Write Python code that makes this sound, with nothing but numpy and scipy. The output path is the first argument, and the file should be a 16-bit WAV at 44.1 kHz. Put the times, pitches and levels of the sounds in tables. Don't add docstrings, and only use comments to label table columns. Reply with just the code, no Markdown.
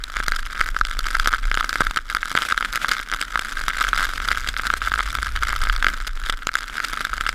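import sys
import numpy as np
from scipy.fft import rfft, irfft, next_fast_len
from scipy.io import wavfile
from scipy.ndimage import map_coordinates

SR = 44100
rng = np.random.default_rng(int(sys.argv[2]) if len(sys.argv) > 2 else 0)


def wav_out(sig):
    wavfile.write(sys.argv[1], SR, np.round(np.clip(np.atleast_2d(sig).T, -1, 1) * 32767).astype(np.int16))


N = 323694


def amp(db):
    return 10 ** (np.asarray(db) / 20)


def unit(x):
    return x / np.sqrt(np.mean(x ** 2) + 1e-20)


def curves(rows, t):
    s, *columns = np.transpose(rows)
    return [np.interp(t, s, column) for column in columns]


def wobble(rate):
    points = rng.standard_normal(int(N * rate / SR) + 4)
    return map_coordinates(points, [np.arange(N) * rate / SR])


def noise(spectrum):
    m = next_fast_len(N + 8192)
    hz, db = np.transpose(spectrum)
    log_hz = np.log(np.fft.rfftfreq(m, 1 / SR) + 1)
    gain = amp(np.interp(log_hz, np.log(hz), db))
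    white = rfft(rng.standard_normal(m))
    return unit(irfft(white * gain, m)[:N])


# time in seconds, rate in Hz.
AIRSPEED = [(0, 41.8), (0.8, 38.9), (1.1, 46.7), (1.4, 40.87), (2.8, 37.85), (3.8, 40.9), (4.2, 49.75),
            (5.0, 53.06), (5.35, 58), (5.68, 54), (5.85, 44.17), (6.8, 35), (7.34, 50.85)]
# time of the peak in seconds, length from peak to fade in seconds, rise in dB.
GUST_THUMPS = [(0.236, 0.081, 8), (0.7, 0.53, 10.5), (1.19, 0.12, 8.5), (1.504, 0.12, 13.5),
               (1.845, 0.11, 14), (3.896, 0.26, 9), (5.412, 0.099, 11.5), (5.684, 0.13, 17),
               (6.093, 0.23, 11), (7.153, 0.064, 11)]
# frequency in Hz, relative level in dB per Hz.
BUFFET_COLOUR = [(8, -21), (18, -9), (23.5, 1), (33, -9), (44, -10), (58, -28), (110, -68), (400, -87)]
# frequency in Hz, relative level in dB per Hz.
EDDY_COLOUR = [(28, -17), (46, 3), (64, -10.5), (84, -18), (900, -66)]
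USUAL_WIND_HZ = 48


def wind(buffet_db=-34, eddies_db=-38.0, buffet_db_per_octave=7, eddies_db_per_octave=24):
    t = np.arange(N) / SR
    speed = curves(AIRSPEED, t)[0] / USUAL_WIND_HZ
    speed_octaves = np.log2(speed)
    gust_db = sum(rise_db * np.exp(-((t - s) / length) ** 2) for s, length, rise_db in GUST_THUMPS)
    buffet_level = amp(buffet_db + buffet_db_per_octave * speed_octaves + gust_db)
    buffet = buffet_level * noise(BUFFET_COLOUR)
    travelled = np.cumsum(speed) % N
    eddies = np.interp(travelled, np.arange(N), noise(EDDY_COLOUR))
    eddies_level = amp(eddies_db + eddies_db_per_octave * speed_octaves)
    return buffet + eddies_level * eddies


# time in seconds, level in dB.
SNOW_LEVEL = [(0.0, -49), (0.2, -38), (0.92, -38.5), (1.15, -34.0), (1.48, -41.5), (1.79, -33),
              (2.03, -41.5), (2.43, -30), (2.62, -36.5), (2.89, -31.5), (3.15, -38.5), (4.02, -31.5),
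              (4.55, -35.5), (4.85, -34.0), (5.7, -36.5), (6.38, -41.5), (6.87, -34.5), (7.34, -38.5)]


def thickness(t):
    return curves(SNOW_LEVEL, t)[0] - np.mean(SNOW_LEVEL, axis=0)[1]


# frequency in Hz, relative level in dB per Hz.
SKI_COLOUR = [(60, -16), (270, 1.5), (350, -8.5), (800, -15.5), (1400, 7), (2600, -11.5), (12000, -27)]


def skis(level_db=-44.0, waver_db=3.5):
    swell_db = .5 * thickness(np.arange(N) / SR)
    level = amp(level_db + swell_db + waver_db * wobble(12))
    return level * noise(SKI_COLOUR)


# frequency in Hz, relative level in dB per Hz.
POWDER_COLOUR = [(900, -3), (2200, 5.5), (3400, -0.5), (4300, -2.5), (7400, -8.5), (13500, -14.5),
                 (16000, -28)]


def powder(level_db=-53, growth=2.2, flicker_db=5):
    swell_db = growth * thickness(np.arange(N) / SR)
    level = amp(level_db + swell_db + flicker_db * wobble(60))
    return level * noise(POWDER_COLOUR)


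# centre in Hz, width in Hz, level in dB.
CASE_RESONANCES = [(177, 860, -26), (615, 380, -28.5), (1330, 230, 1.2), (1560, 305, 1.07),
                   (2086, 470, -5.5), (3350, 1350, -9), (4800, 570, -16), (5330, 1740, -22),
                   (7230, 3050, -25), (10470, 2840, -32.5), (13200, 1500, -35)]


def case_response(size):
    hz = np.fft.rfftfreq(size, 1 / SR)
    power = sum(amp(db) ** 2 / (1 + (2 * (hz - centre) / width) ** 2) ** 2
                for centre, width, db in CASE_RESONANCES)
    cepstrum = irfft(np.log(power + 1e-12) / 2)
    cepstrum[1:size // 2] *= 2
    cepstrum[size // 2 + 1:] = 0
    return np.exp(rfft(cepstrum))


def impacts(times, push_db, crumble_db, contact_s, crumble_s, crisp_hz, thud_db, snap, size=512):
    count = len(times)
    t, hz = np.arange(size) / SR, np.fft.rfftfreq(size, 1 / SR)
    softness, spread, weight, place, grain = rng.standard_normal((count, 5)).T[:, :, None]

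    press_s = contact_s * np.exp(.25 * softness)
    push = 1 / (1 + 2j * np.pi * hz * press_s) ** 4
    thud = amp(thud_db + 2 * weight) - 1
    push = push * (1 + thud / (1 + 1j * hz / 900))

    age = t / (crumble_s * np.exp(0.79 * spread))
    spray = rng.standard_normal((count, size)) * age * np.exp(1 - age)
    spray += snap * (t == t[8])
    corner_hz = crisp_hz * np.exp(.45 * grain)
    crumble = rfft(spray) * (1j * hz / (corner_hz + 1j * hz)) ** 3

    delay_s = 0.000547 * np.exp(0.43 * place)
    body = case_response(size) * (1 + 0.42 * np.exp(-2j * np.pi * hz * delay_s))

    window = .004 * SR
    sound = np.zeros((count, size))
    for force, db in ((push, push_db), (crumble, crumble_db)):
        ring = irfft(force * body)
        rms = np.sqrt(np.sum(ring ** 2, axis=1, keepdims=True) / window)
        sound += ring * amp(db)[:, None] / rms
    index = np.round(times * SR).astype(int)[:, None] + np.arange(size)
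    return np.bincount(index.ravel(), sound.ravel(), N)[:N]


def small_flakes(push_db=-24.5, crumble_db=-35.0, push_growth=0.95, crumble_growth=0.87,
                 range_db=29, count=1800):
    s = rng.uniform(0, (N - 1) / SR, count)
    thick_db = thickness(s)
    cloud_db = 2.6 * wobble(22)[(s * SR).astype(int)]
    size_db = cloud_db - range_db * rng.uniform(0, 1, count)
    icy_db = 3.32 * rng.standard_normal(count)
    push = push_growth * thick_db + size_db + push_db
    crumble = crumble_growth * thick_db + 0.53 * size_db + icy_db + crumble_db
    return impacts(s, push, crumble, contact_s=.00006, crumble_s=0.00051, crisp_hz=2690,
                   thud_db=-7.5, snap=2.0)


def middling_flakes(push_db=-22.0, crumble_db=-28, growth=0.55, size_spread_db=2, icy_spread_db=4.5,
                    count=56):
    place, size, icy = rng.uniform(0, 1, count), rng.standard_normal(count), rng.standard_normal(count)
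    s = (np.arange(count) + place) / count * (N - 1) / SR
    size_db = growth * thickness(s) + size_spread_db * size
    crumble = size_db + icy_spread_db * icy + crumble_db
    return impacts(s, size_db + push_db, crumble, contact_s=.00007, crumble_s=0.00054, crisp_hz=1810,
                   thud_db=-5, snap=3.3)


# start in seconds, push level in dB, crumble level in dB, thud in dB over the push.
BIG_FLAKES = [(0.168, -17.0, -28, -4), (0.202, -17.5, -28, 3), (0.282, -14.0, -19, 7),
              (0.32, -13.0, -23.5, -16.0), (0.612, -9.5, -19, -11), (0.765, -17.0, -34, -14.0),
              (0.812, -8.5, -23, -5), (0.851, -23, -22, 0), (0.991, -26, -20.5, 17),
              (1.068, -18.5, -24.5, -4), (1.152, -15.5, -21, -11), (1.198, -11.5, -18.5, -8),
              (1.259, -14, -27, -11), (1.274, -10.5, -17, -8), (1.329, -17, -23.5, 2.0),
              (1.337, -9, -25.5, -9), (1.346, -17, -27, -20), (1.515, -13.5, -22, -6),
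              (1.543, -16.5, -20.5, -4), (1.551, -23, -25, -5), (1.574, -12, -21.5, -1),
              (1.608, -12, -25, -10), (1.757, -14.5, -27, -4), (1.807, -9, -20.5, 0.5),
              (1.818, -13, -29.0, 3), (1.868, -14.5, -24, -10.0), (1.91, -19, -22, -4.0),
              (1.971, -12.5, -15, 0), (2.149, -12.5, -19.5, 1), (2.168, -14, -25.5, -11.0),
              (2.23, -16, -44, -14), (2.352, -12, -24, 2), (2.375, -9.5, -27.0, -15),
              (2.523, -12, -17.5, 5), (2.577, -12.5, -21.5, -3), (2.626, -17.5, -26, -13),
              (2.648, -17, -23, -2), (2.758, -15.5, -18.5, 0.5), (2.846, -12, -32, -11.0),
              (2.891, -20, -17.5, -4), (2.918, -14.0, -21.5, -15), (3.116, -18, -20, -4),
              (3.126, -17.5, -42, -8.0), (3.137, -17, -24, -11), (3.214, -19.5, -17.5, -1),
              (3.357, -11.0, -29, -7), (3.375, -16.5, -26, -13), (3.682, -12.5, -18.5, 0),
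              (3.809, -19, -22.5, 11), (3.816, -12, -21, -1), (3.848, -15.5, -28.5, -12.0),
              (3.931, -11.0, -24, -15), (3.995, -16, -27, -4.0), (4.286, -14, -18.5, -8.0),
              (4.315, -11, -20.5, -7.0), (4.373, -18, -30, -2), (4.487, -22.0, -15.5, 8),
              (4.566, -18.5, -25, -12), (4.596, -17.0, -38, 1), (4.702, -11, -24, -14),
              (4.738, -12.0, -21, -17), (4.874, -13.5, -36, -19), (4.918, -15.5, -30.5, 3),
              (4.939, -12, -39, -16), (4.992, -14, -42, -11), (5.006, -14, -23.0, -17),
              (5.152, -17.0, -23.5, -8.0), (5.229, -18.0, -23, 5), (5.425, -18, -26, 1),
              (5.433, -13.5, -22.5, -16.0), (5.53, -16.0, -42, -16.0), (5.671, -18.5, -41, -4),
              (5.698, -11, -22.5, -15), (5.826, -13.5, -29, -21), (5.845, -10.5, -20, -14.5),
              (5.867, -7.5, -30, -5), (6.297, -16.0, -15, -1), (6.47, -17, -17, -0.0),
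              (6.491, -17, -32, -14), (6.554, -11, -19, -9), (6.802, -16, -29.0, -19),
              (6.846, -21, -18, -11), (7.007, -17.5, -25, -1), (7.05, -16, -22, -5),
              (7.132, -17, -33.5, -14.0), (7.265, -15, -20.5, 0), (7.291, -15.0, -18.5, -4.0)]


def big_flakes(push_db=0.0, crumble_db=-1.0, thud_db=-1):
    s, push, crumble, thud = np.transpose(BIG_FLAKES)
    return impacts(s, push + push_db, crumble + crumble_db, contact_s=.00007, crumble_s=0.00046,
                   crisp_hz=1910, thud_db=thud[:, None] + thud_db, snap=3.0)


def scene():
    air_and_skis = wind() + skis()
    snow = powder() + small_flakes() + middling_flakes() + big_flakes()
    return (air_and_skis + snow)[None]


TOP_HZ = 16300


def record(dry, ceiling=.95):
    held = dry / (1 + np.abs(dry / ceiling) ** 6) ** (1 / 6)
    m = next_fast_len(N + 8192)
    hz = np.fft.rfftfreq(m, 1 / SR)
    band = (hz < TOP_HZ) / np.sqrt(1 + (hz / 15300) ** 50)
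    return irfft(rfft(held, m) * band, m)[:, :N]


dry = scene()
out = record(dry)
wav_out(out)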